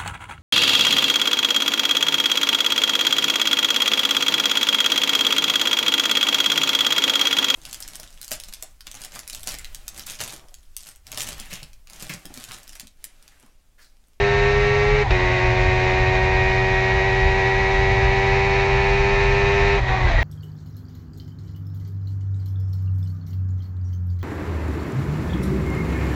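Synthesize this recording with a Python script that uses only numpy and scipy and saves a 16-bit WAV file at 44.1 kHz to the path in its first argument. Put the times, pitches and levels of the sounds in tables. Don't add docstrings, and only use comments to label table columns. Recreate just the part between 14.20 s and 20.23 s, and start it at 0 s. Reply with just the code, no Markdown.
import sys
import numpy as np
from scipy import signal
from scipy.fft import rfft, irfft, next_fast_len
from scipy.io import wavfile

SR = 44100
rng = np.random.default_rng(int(sys.argv[2]) if len(sys.argv) > 2 else 0)


def wav_record(signal):
    frames = np.transpose(np.atleast_2d(signal))
    bounded = np.clip(frames, -1, 1)
    quanta = np.round(bounded * 32767).astype(np.int16)
    wavfile.write(sys.argv[1], SR, quanta)


N = 265923
TIME = np.arange(N) / SR
FIRINGS = 4


def undb(db):
    return 10 ** (np.asarray(db) / 20)


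def curve(table, at=TIME):
    return np.interp(at, *np.transpose(table))


def unit(x):
    return x / np.sqrt(np.mean(x ** 2))


def wander(rate):
    points = rng.standard_normal(2048)
    return unit(np.interp(TIME * rate, np.arange(len(points)), points))


def noise(spectrum):
    hz, db = np.transpose(spectrum)
    size = next_fast_len(N)
    bins = np.maximum(np.fft.rfftfreq(size, 1 / SR), 1)
    gain = undb(np.interp(np.log(bins), np.log(hz), db))
    return unit(irfft(rfft(rng.standard_normal(size)) * gain, size)[:N])


def angle(hz):
    return 2 * np.pi * np.cumsum(hz) / SR


# (frequency [Hz], relative level [dB])
HISS_TONE = [(700, -24.5), (2000, -5.5), (3800, 3), (5500, -6.5), (6800, -7), (8300, -22)]

def air_hiss():
    return undb(-46) * noise(HISS_TONE)


# (time [s], turning rate [Hz])
WHEEL_SPEED = [(0, 36.05), (.85, 37.9), (1.8, 38.05), (3.7, 39.68), (5.5, 40.5), (6.03, 40.16)]

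def wheel_angle():
    return angle(curve(WHEEL_SPEED))


# (time [s], relative level [dB])
WIND_AND_SHAKE_LEVEL = [(0.0, -23.5), (.885, -23.5), (.925, -16), (.965, -26.5), (1.39, -23), (1.48, -18.5),
                        (1.58, -24), (2.47, -21.5), (2.69, -29.5), (2.74, -21), (3.01, -27.5), (3.06, -19),
                        (3.32, -28), (3.37, -24), (5.57, -21), (5.71, -19.5), (5.78, -30), (5.84, -18), (6.03, -15.5)]
# (frequency [Hz], relative level [dB])
WIND_TONE = [(12, -29), (24, -11), (38, 4.5), (50, -3), (65, -3), (85, -7), (115, -7), (150, -23),
             (250, -38), (600, -86)]

def wind_and_shake(wheel):
    swirls = undb(-0.23 + 0.24 * wander(23)) * noise(WIND_TONE)
    sway = 1.1 * wander(8)
    shake = undb(-9.5 + 2 * wander(7.6)) * np.sin(wheel + sway)
    gust_db = -wander(9.5)
    return undb(curve(WIND_AND_SHAKE_LEVEL) + gust_db) * (swirls + shake)


def chain_whine(wheel, throttle, teeth=42):
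    strength = undb(-38.5 + 2.4 * wander(17)) * throttle
    return strength * np.sin(teeth * wheel + 0.84 * wander(30))


# (time [s], level [dB])
CLUTCH_LEVEL = [(0, -27.5), (.9, -27.5), (1.3, -24), (1.7, -26.5), (5.5, -29.5), (5.8, -26), (6.03, -36)]

def clutch_hum(cycle, turns_per_cycle=1.29):
    strength = undb(curve(CLUTCH_LEVEL) + 0.28 * wander(18)) * np.sqrt(2)
    return strength * np.sin(turns_per_cycle * cycle + 0.13 * wander(27))


# (time [s], throttle [0 shut to 1 open])
THROTTLE_MOVES = [(0, 0.88), (.826, 0.87), (.845, 0.08), (.904, 0.2), (.908, 0.81), (.96, 0.8), (2.5, 0.8),
                  (5.56, 0.87), (5.59, 0.6), (5.612, 0.1), (5.67, 0.28), (5.73, 0.5), (5.82, 0.4),
                  (5.88, 0.57), (5.98, 0.4), (6.03, 0.5)]

def throttle_opening():
    return np.clip(curve(THROTTLE_MOVES), 0, 1)


# (time [s], cycle rate [Hz])
ENGINE_REVS = [(0, 100.9), (.23, 101.3), (.4, 102.8), (.6, 102.9), (.76, 104.6), (.826, 104), (.884, 92.5),
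               (.9, 87.5), (.922, 93.7), (.976, 91.6), (1.42, 92.8), (2, 93.8), (2.42, 94.85),
               (2.67, 94.85), (2.8, 95.6), (3.9, 96.8), (4.25, 97.75), (4.58, 98), (4.75, 98.9),
               (5.57, 99.9), (5.62, 95.4), (5.8, 94.1), (5.856, 91.2), (5.906, 86.9), (5.985, 79.7),
               (6.03, 77.5)]
# (time [s], first swing in cycle rate [Hz], wobble rate [Hz], fade time [s])
DRIVE_JOLTS = [(.98, -.8, 9.4, .35), (2.754, .8, 9.27, 1.3)]

def engine_speed():
    hz = curve(ENGINE_REVS)
    for start, swing_hz, wobble_hz, fade in DRIVE_JOLTS:
        age = np.maximum(TIME - start, 0)
        hz += (TIME >= start) * swing_hz * np.exp(-age / fade) * np.cos(2 * np.pi * wobble_hz * age)
    return hz


# (time [s], level [dB], fade time [s])
FUEL_BANGS = [(.906, -17, .011), (5.912, -28, .025)]
# (frequency [Hz], relative level [dB])
BANG_TONE = [(30, 0), (110, 1), (300, -1), (900, -3), (1400, -9), (2200, -5), (3700, -10.5),
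             (6000, -24), (8000, -45)]

def fuel_bangs(rise_s=.0015):
    loudness = np.zeros(N)
    for start, db, fade in FUEL_BANGS:
        age = np.maximum(TIME - start, 0)
        loudness += undb(db) * np.minimum(age / rise_s, 1) * np.exp(-age / fade)
    return loudness * noise(BANG_TONE)


# (time [s], relative level [dB])
GAS_LEVEL = [(0, -33.5), (.85, -34), (1.2, -33), (2.4, -34.5), (4.8, -33.5), (6.03, -32)]
# (frequency [Hz], relative level [dB])
GAS_TONE_OPEN = [(150, -8), (280, -11), (450, -4.5), (900, -4.5), (1200, -7), (1500, -9.5), (1880, 3),
                 (2450, 0.5), (2900, -7), (3350, -15.5), (3850, -9), (4900, -19), (6300, -21.5),
                 (7200, -29.5), (8300, -41.5)]
GAS_TONE_SHUT = [(150, -8), (300, -8.5), (550, -9.5), (900, -2.5), (1300, -13.5), (1600, -12), (1950, -4.5),
                 (2400, -15.5), (2800, -21.5), (3900, -17), (5200, -39), (6200, -33), (8200, -60)]

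def gas_roar(cycle, throttle):
    puffs = 1 + 0.2 * np.cos(FIRINGS * cycle) + 0.15 * np.cos(2 * cycle) + 0.046 * np.cos(cycle)
    gas = noise(GAS_TONE_OPEN)
    one_cycle_ago = np.interp(cycle - 2 * np.pi, cycle, gas, left=0)
    pulling = throttle * unit(gas + .4 * one_cycle_ago)
    coasting = undb(2.5 + wander(70)) * (1 - throttle ** 2) * noise(GAS_TONE_SHUT)
    level_db = curve(GAS_LEVEL) + 8 - 11 * (1 - throttle) ** 2 + 0.49 * wander(25)
    return undb(level_db) * puffs * (pulling + coasting)


# (frequency [Hz], width [Hz], relative level [dB])
SILENCER = [(198, 63, -38), (532, 240, -36), (1554, 204, -45.5), (2700, 3600, -56.5), (3760, 110, -56),
            (4140, 210, -54)]
PIPE_JOINT = [(748, 36, -30.5), (777, 35.4, -29), (831, 14, -31.5), (1098, 53, -34), (1253, 19, -41),
              (1473, 81, -41), (1620, 56, -36), (1904, 92, -24.5), (2077, 48, -34.5), (2266, 150, -34.5),
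              (2610, 70, -42), (2790, 150, -43), (3664, 61, -44), (3840, 140, -46.5), (4310, 130, -46)]
PAIRS_OPPOSED = [(880.3, 74, -33.5), (896, 41, -32.5), (1329, 123, -36.5), (1600, 150, -47.5),
                 (1810, 36, -42), (1927, 26, -28), (2037, 75, -36.5), (2200, 100, -37.5), (2466, 97, -30.5),
                 (2555, 37, -42), (3820, 130, -51)]
PAIRS_IN_STEP = [(559, 29, -36), (938, 87, -31), (974, 42, -36), (1380, 69, -43.5), (1836, 132, -28),
                 (2008, 77, -31.5), (2285, 155, -32.5), (2449, 72, -30.5), (2615, 220, -39.5),
                 (3825, 150, -43)]
PAIRS_REVERSED = [(277, 12, -42), (328, 11, -44), (646.5, 75, -33.5), (708, 34, -32), (1133, 140, -37),
                  (1820, 110, -37.5), (2110, 79, -33.5), (2231, 120, -31.5), (2410, 44, -39),
                  (2500, 56, -33.5), (2650, 160, -40), (3780, 191, -45.5)]

def pipe_gain(order, cycle_hz):
    pipes = (PIPE_JOINT, PAIRS_OPPOSED, PAIRS_IN_STEP, PAIRS_REVERSED)[order % FIRINGS]
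    hz = np.linspace(50, 9000, 4096)
    power = 0
    for centre, width, db in [*SILENCER, *pipes]:
        off_centre = (hz / centre - centre / hz) * centre / width
        power += (undb(db) / (1 + off_centre ** 2)) ** 2
    return np.interp(order * cycle_hz, hz, np.sqrt(power))


# (time [s], order [number], relative level [dB], half length [s])
ORDER_FLARES = [(.85, 8, -27, .014), (.875, 8, -31, .012), (.862, 10, -32, .014), (5.738, 8, -25, .026),
                (5.76, 12, -35, .06), (5.73, 16, -37.5, .05), (5.85, 22, -31, .022), (5.885, 18, -35, .02),
                (5.935, 8, -31, .035), (5.984, 24, -24, .016)]

def exhaust_tones(cycle_hz, cycle, throttle):
    shut = 1 - throttle
    trembles = [wander(45) for _ in range(7)]
    octave_lift_db = 20 * throttle * shut
    burble = wander(220)
    tones = np.zeros(N)
    for order in range(1, 64):
        if order % FIRINGS == 0:
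            strength = undb(-13.8 * shut + octave_lift_db * 2 * FIRINGS / order)
            tremble_depth = 0.04
        else:
            strength = undb(1.6 - 15.2 * shut if order % 2 else 1.46 - 13 * shut)
            tremble_depth = 0.04 + 0.08 * shut
        strength *= pipe_gain(order, cycle_hz)
        for peak_s, flare_order, db, half_length in ORDER_FLARES:
            if flare_order == order:
                flare = undb(db) * np.exp(-((TIME - peak_s) / half_length) ** 2 / 2)
                strength = np.hypot(strength, flare * (1 + .45 * burble))
        chirp_order = min(order, 13)
        phase = .32 * chirp_order * (2 * order - chirp_order) + .045 * order * rng.standard_normal()
        if order != FIRINGS:
            tremble = 1 + tremble_depth * trembles[order % len(trembles)]
            tones += strength * tremble * np.sin(order * cycle + phase)
    return tones


# (pitch [Hz], relative level [dB])
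NOTE_LEVEL = [(335, -33), (366, -20.5), (385, -20), (398, -18.5), (410, -17), (420, -16.5)]

def firing_note(cycle_hz, cycle, throttle):
    level_db = curve(NOTE_LEVEL, at=FIRINGS * cycle_hz) - 25 * (1 - throttle)
    return undb(level_db) * (1 + 0.061 * wander(60)) * np.sin(FIRINGS * cycle)


def scene():
    cycle_hz = engine_speed()
    throttle = throttle_opening()
    wheel = wheel_angle()
    cycle = angle(cycle_hz) + (.003 + .065 * (1 - throttle) ** 2) * wander(110)
    engine = exhaust_tones(cycle_hz, cycle, throttle) + firing_note(cycle_hz, cycle, throttle)
    exhaust = np.sqrt(2) * engine + gas_roar(cycle, throttle) + fuel_bangs()
    drive = clutch_hum(cycle) + chain_whine(wheel, throttle)
    return (exhaust + drive + wind_and_shake(wheel) + air_hiss())[None]


def record(dry):
    rounded = np.tanh(1.158 * dry) / 1.111
    return signal.sosfilt(signal.ellip(8, .2, 70, 8400, fs=SR, output="sos"), rounded)


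dry = scene()
out = record(dry)
wav_record(out)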